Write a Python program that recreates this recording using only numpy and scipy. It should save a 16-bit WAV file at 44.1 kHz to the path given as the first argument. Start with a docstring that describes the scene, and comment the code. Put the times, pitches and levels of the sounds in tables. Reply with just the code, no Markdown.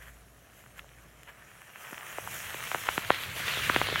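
"""A long row of matches burns outdoors, a little way from the microphone: patchy, grainy noise for roar and fizz.
Single heads flare and tick at first; then the fire spreads into a fizzing roar, growing louder and brighter
over a fluttering rumble of flame. Pockets of gas burst as swelling waves of falling pitch, and splitting heads
add higher snaps with thin noise cracks. Behind it, a low drone of slowly wandering sines fades far away,
over faint filtered noise of the open air."""
import sys
import numpy as np
from scipy import signal
from scipy.fft import rfft, irfft, next_fast_len
from scipy.io import wavfile
from scipy.ndimage import uniform_filter1d, map_coordinates

SR = 44100
rng = np.random.default_rng(int(sys.argv[2]) if len(sys.argv) > 2 else 0)


def wrap_up_sound(samples):
    """Save the sound to the file named by the first command line argument, as 16-bit audio."""
    columns = np.atleast_2d(samples).T
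    # keep every value between -1 and 1, then stretch to whole-number steps
    tamed = np.clip(columns, -1, 1)
    steps = np.round(tamed * 32767).astype(np.int16)
    wavfile.write(sys.argv[1], SR, steps)


N = 176400
TIME = np.arange(N) / SR

# Single heads flaring up: top at t/s, rise/s, fall/s, roar level/dB, fizz level/dB
HEAD_FLARES = [(0.026, .012, .018, -52.5, -58.5), (.082, 0.022, 0.024, -55.5, -59),
               (.585, 0.045, 0.055, -62.5, -62), (0.788, 0.016, .012, -51.5, -55.5),
               (1.291, 0.012, 0.011, -46.5, -62), (1.81, 0.011, 0.035, -63, -60),
               (2.345, 0.027, 0.028, -45, -45.5), (2.95, 0.054, 0.049, -45.5, -44.5),
               (3.14, 0.024, 0.05, -38.5, -60), (3.225, 0.021, 0.026, -39.5, -46),
               (3.38, 0.018, 0.033, -37, -44)]
# Colour of the roar while the fire is small, also of the sputter before a pop: f/Hz, relative level/dB
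YOUNG_COLOUR = [(120, -11), (260, -14.5), (400, -7), (620, -1.5), (900, -2.5), (1200, 1), (1800, 3.5),
                (2400, -0.5), (3200, -4), (3900, -23.5), (4800, -33), (8000, -42)]


def amp(db):
    """Decibels to gain."""
    return 10 ** (np.asarray(db) / 20)


def unit(x):
    """Scale to rms 1."""
    return x / np.sqrt(np.mean(x ** 2) + 1e-20)


def curve(rows):
    """Straight lines through (t/s, value) points, one value per sample."""
    s, value = np.transpose(rows)
    return np.interp(TIME, s, value)


def wobble(rate):
    """A smooth random curve through normal draws, rate knots a second."""
    knots = rng.standard_normal(2048)
    return map_coordinates(knots, [TIME * rate], mode="wrap")


def filtered(x, response):
    """Filter x in the spectrum by a gain that depends on frequency in Hz."""
    m = next_fast_len(N + SR // 2)  # padded so that the end does not wrap to the start
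    gain = response(np.fft.rfftfreq(m, 1 / SR))
    return irfft(rfft(x, m) * gain, m)[:N]


def coloured(x, points):
    """Filter x by a curve of (f/Hz, level/dB) points over log frequency, then scale to rms 1."""
    f, db = np.transpose(points)
    return unit(filtered(x, lambda hz: amp(np.interp(np.log(hz + 1), np.log(f), db))))


def rush(patchy_db):
    """White noise whose gain varies in random patches of time and frequency, patchy_db rms."""
    spectrum = signal.stft(rng.standard_normal(N), nperseg=512)[2]
    field = uniform_filter1d(rng.standard_normal(spectrum.shape), size=7, axis=0)
    field = uniform_filter1d(field, size=9, axis=1)
    patchy = spectrum * amp(patchy_db * unit(field))
    return unit(signal.istft(patchy, nperseg=512)[1][:N])


def grains(per_s, scatter_db):
    """Single-sample clicks of random sign at random moments, a few much larger than the rest."""
    size = amp(scatter_db * np.minimum(rng.exponential(size=N), 4))
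    strikes = rng.random(N) < per_s / SR
    return unit(strikes * size * rng.choice([-1, 1], N))


def burst(s, pitch_hz, cycles, spread):
    """A swelling pocket of gas whose pitch falls as 1/age; gives the first sample and the wave, loudest at s."""
    peak_s = cycles / pitch_hz
    log_age = np.log(np.arange(1, SR // 25) / SR / peak_s)
    swell = np.exp(-.5 * (log_age / spread) ** 2)
    return round((s - peak_s) * SR), swell * np.cos(2 * np.pi * cycles * log_age)


def add(track, start, wave):
    """Mix a wave into a track, cut at the track's end."""
    part = track[start:start + len(wave)]
    part += wave[:len(part)]


def air():
    """Faint noise of the open air, steady in level."""
    # f/Hz, relative level/dB
    air_colour = [(25, -18), (50, 0.5), (170, 1.5), (260, -4), (400, -4.5), (520, -5.5), (680, -1),
                  (900, -11.5), (1300, -12), (1800, -23), (2800, -20), (4000, -16.5), (8000, -43)]
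    return amp(-62) * coloured(rng.standard_normal(N), air_colour)


def wandering_tone(hz):
    """A sine at rms 1 whose pitch drifts by about one percent."""
    pitch_hz = hz * (1 + 0.01 * wobble(5.97))
    return np.sqrt(2) * np.sin(2 * np.pi * np.cumsum(pitch_hz) / SR)


def hum():
    """A low drone far away fades, with a fainter whir above it that stays."""
    # Drone: t/s, level/dB before the trim
    drone_level = [(0, -59), (.07, -52.5), (.25, -55), (.4, -64), (.55, -66), (.8, -59), (1.02, -57),
                   (1.3, -64), (1.45, -66), (1.6, -73), (4, -76)]
    trim_db, whir_db = -2, -72
    drone = amp(curve(drone_level) + trim_db + wobble(11.2)) * wandering_tone(56.5)
    whir = amp(whir_db + wobble(4.7)) * wandering_tone(121)
    return drone + whir


def scatter(x):
    """Sound thrown back by the table and the ground: a short diffuse tail of decaying noise."""
    level_db, t60_s, onset_s = -19, 0.043, 0.006
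    t = np.arange(SR // 8) / SR
    tail = rng.standard_normal(len(t)) * amp(-60 * t / t60_s) * (1 - np.exp(-t / onset_s))
    return amp(level_db) * signal.fftconvolve(x, tail / np.linalg.norm(tail))[:N]


def soften(x):
    """Low-pass the bursts, which hold little above about 4 kHz."""
    return filtered(x, lambda hz: 1 / (1 + (hz / 4050) ** 10))


def snaps():
    """Match heads split with a short tonal snap and a thin noise crack that dies at once."""
    # Peak at t/s, peak level/dB before softening, pitch at the peak/Hz, crack level relative to that peak/dB
    snap_events = [(0.023, -39, 1800, -24), (0.032, -43, 1900, -22), (0.057, -43, 2000, -16),
                   (.083, -39.5, 1500, -24), (.535, -44, 2000, -18), (.640, -43, 1510, -28),
                   (0.6632, -39.5, 1510, -28), (0.7922, -33, 1700, -30), (.7945, -25.5, 2650, -30),
                   (.796, -37, 2820, -30), (.845, -43, 980, -22), (.892, -40, 2800, -16),
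                   (1.233, -36.5, 2400, -5), (1.29, -45, 1800, -26), (1.2938, -40, 2000, -24),
                   (1.619, -35, 1700, -24), (1.759, -29.5, 1800, -21), (1.931, -26.5, 1490, -26),
                   (1.9447, -28, 2220, -26), (1.980, -25, 2120, -26), (2.010, -28.5, 2200, -24),
                   (3.1455, -17.5, 2500, -18), (3.1492, -37, 2500, -22)]
    crack_decay_s = 0.00091
    bodies, cracks = np.zeros(N), np.zeros(N)
    t = np.arange(SR // 50) / SR
    for s, db, pitch_hz, crack_db in snap_events:
        start, wave = burst(s, pitch_hz, cycles=1.7, spread=0.29)
        add(bodies, start, amp(db) * wave)
        crack = np.exp(-t / crack_decay_s) * rng.standard_normal(len(t))
        add(cracks, round(s * SR), amp(db + crack_db) * crack)
    return soften(bodies) + cracks


def pops():
    """Gas pockets sputter, burst with a round falling pop and push out a low puff."""
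    # Peak at t/s, peak level/dB before softening, pitch at the peak/Hz,
    # cycles while the pitch falls to 1/e, spread of the swell in natural-log time
    pop_events = [(1.9274, -39.5, 383, 2.04, 0.61), (2.1853, -22, 910, 1.37, 0.52),
                  (2.2755, -24, 1120, 3.7, 0.17), (2.5461, -32, 650, 1.6, 0.52),
                  (2.7163, -18.5, 1610, 1.35, 0.6), (2.7470, -14, 1500, 1.18, 0.71),
                  (2.758, -29, 1120, 1.1, 0.76), (2.8887, -9, 1450, 1.14, 0.48),
                  (2.8909, -13.5, 2350, 0.9, 0.34), (2.9793, -15.5, 2170, 1.85, 0.63),
                  (2.98, -19.5, 690, 0.53, 0.88), (3.1044, -8.5, 3030, 1.7, 0.49),
                  (3.1048, -4.5, 1017, 0.9, .57), (3.4010, -34, 820, 1.54, 0.6),
                  (3.5730, -29.5, 700, 1.43, 0.62), (3.6979, -10, 1540, 3.7, 0.27),
                  (3.6995, -18.5, 640, 0.52, 1), (3.7625, -7.5, 2120, 2.1, 0.22),
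                  (3.7633, -14, 610, 0.92, 0.55), (3.8160, -7, 1350, 0.71, 0.45),
                  (3.888, -22, 1130, 0.91, 0.77), (3.927, -25.5, 500, 1.8, 0.38),
                  (3.9589, -13, 1780, 2.1, 0.42)]
    puff_db, puff_hz, puff_spread = -30, 147, 0.35  # level relative to the pop
    lead_db, lead_s = -21, 0.0033  # sputter level relative to the pop, time constant of its rise
    bursts, sputter_level = np.zeros(N), np.zeros(N)
    t = np.arange(SR // 50) / SR
    rise = np.exp(-t[::-1] / lead_s)
    for s, db, pitch_hz, cycles, spread in pop_events:
        start, wave = burst(s, pitch_hz, cycles, spread)
        add(bursts, start, amp(db) * wave)
        start, wave = burst(s + .5 / puff_hz, puff_hz, 1.0, puff_spread)
        add(bursts, start, amp(db + puff_db) * wave)
        add(sputter_level, round(s * SR) - len(t), amp(db + lead_db) * rise)
    sputter = sputter_level * coloured(rng.standard_normal(N), YOUNG_COLOUR)
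    return soften(bursts + sputter)


def flame():
    """The body of flame flutters and rumbles: low patchy noise with a quick random level."""
    # t/s, level/dB before the trim
    rumble_level = [(0, -66), (.5, -70), (1.0, -64), (1.7, -78), (2.15, -69), (2.3, -57), (2.6, -61.5),
                    (2.8, -55), (3.15, -58), (3.31, -53.5), (3.45, -52), (3.62, -48), (4, -45.5)]
    # f/Hz, relative level/dB
    rumble_colour = [(25, -34), (45, -8), (70, -2), (110, 2.5), (170, -3.5), (250, -15), (500, -14),
                     (1200, -45)]
    trim_db = 3.5
    level_db = curve(rumble_level) + trim_db + 1.6 * wobble(16)
    return amp(level_db) * coloured(rush(patchy_db=1.0), rumble_colour)


def flare_shape(s, rise, fall):
    """Power of one flare: a bell with its own rise and fall, 1 at the top."""
    return np.exp(-((TIME - s) / np.where(TIME < s, rise, fall)) ** 2)


def flare_fizz():
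    """Single heads hiss as they flare: bright patchy noise in brief swells."""
    # f/Hz, relative level/dB
    flare_colour = [(2500, -12), (4800, -11), (7300, -2.5), (9000, -8), (10400, -3.5), (11500, 0),
                    (12800, -1.5), (14500, -11), (15800, -10)]
    power = np.zeros(N)
    for s, rise, fall, _, fizz_db in HEAD_FLARES:
        power += flare_shape(s, rise, fall) * amp(fizz_db) ** 2
    return np.sqrt(power) * coloured(rush(patchy_db=1.5), flare_colour)


def fizz(flicker_db):
    """The sparking tips fizz: bright noise and sizzling grains, duller while the fire is small."""
    # t/s, level/dB before the trim
    fizz_level = [(0, -63.5), (.3, -66.5), (1.2, -66.5), (1.6, -63), (1.76, -61.5), (1.83, -56),
                  (2.13, -51.5), (2.19, -53.5), (2.31, -47.5), (2.58, -49.5), (2.75, -47), (2.97, -50),
                  (3.04, -50.5), (3.22, -50.5), (3.3, -51.5), (3.38, -48.5), (3.66, -44), (4, -50)]
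    # f/Hz, relative level/dB
    fizz_colour = [(2500, -13), (4800, -9), (5600, 0), (6900, 1), (8500, -2), (9600, 0.5), (10400, -2.5),
                   (11500, 1), (13000, -2.5), (15800, -3)]
    trim_db, sizzle_db = 3, -8.5  # sizzle relative to the noise
    young_dull_db, dull_hz = -2.5, 12600  # a small fire has less of the finest fizz
    sizzle = amp(sizzle_db) * grains(per_s=350, scatter_db=4.5)
    sparks = coloured(rush(patchy_db=2.16) + sizzle, fizz_colour)
    finest = filtered(sparks, lambda hz: 1 - 1 / (1 + (hz / dull_hz) ** 20))
    young = np.interp(TIME, [1.7, 1.85], [1, 0])
    sparks = sparks + young * (amp(young_dull_db) - 1) * finest
    return amp(curve(fizz_level) + trim_db + flicker_db + .55 * wobble(25.15)) * sparks


def roar(flicker_db):
    """The burning heads roar: noise and crackling grains that turn brighter, with flares adding power."""
    # t/s, level/dB before flicker and flares
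    roar_level = [(0, -59.5), (.3, -64.5), (.62, -61), (1.1, -61), (1.45, -58), (1.68, -55.5),
                  (1.83, -48.5), (2.02, -45.5), (2.13, -44.5), (2.21, -46), (2.35, -44), (2.52, -41),
                  (2.85, -41), (3.05, -40), (3.3, -40.5), (3.5, -33), (3.66, -32), (4, -34)]
    # How far the roar has turned from young to full colour: t/s, share [0 to 1]
    growth = [(1.95, 0.07), (2.4, 0.35), (3.0, 0.63), (3.2, 0.95), (3.3, 0.84), (3.58, 1), (3.72, 0.91),
              (4, 0.81)]
    # f/Hz, relative level/dB
    full_colour = [(120, -38), (260, -19), (400, -12), (600, -6), (800, -10.5), (1200, -2), (1900, 0.5),
                   (2600, -1), (3300, -1), (4200, -6.5), (5000, -15), (6500, -21.5), (10000, -56)]
    crackle_db = -5  # relative to the noise
    power = amp(curve(roar_level) + flicker_db + 0.56 * wobble(45)) ** 2
    for s, rise, fall, roar_db, _ in HEAD_FLARES:
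        power += flare_shape(s, rise, fall) * amp(roar_db) ** 2
    crackle = amp(crackle_db) * grains(per_s=400, scatter_db=5.0)
    gas = unit(rush(patchy_db=2) + crackle)
    grown = np.clip(curve(growth), 0, 1)
    blend = (1 - grown) * coloured(gas, YOUNG_COLOUR) + grown * coloured(gas, full_colour)
    return np.sqrt(power) * blend


def burning():
    """The row of heads burns: roar and fizz flicker together, single heads flare above them."""
    flicker_db = .5 * wobble(14)
    return roar(flicker_db) + fizz(flicker_db) + flare_fizz()


def scene():
    """The fire with its pops and snaps, in open air."""
    blows = pops() + snaps()
    background = hum() + air()
    return (background + scatter(blows) + blows + flame() + burning())[None]


def record(dry):
    """The microphone passes little of the deepest bass; the recorder keeps nothing above its band limit."""
    low_cut_hz, top_hz = 28, 15900
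    return filtered(dry[0], lambda hz: (1 - 1 / (1 + (hz / low_cut_hz) ** 4)) * (hz < top_hz))[None]


dry = scene()
out = record(dry)
wrap_up_sound(out)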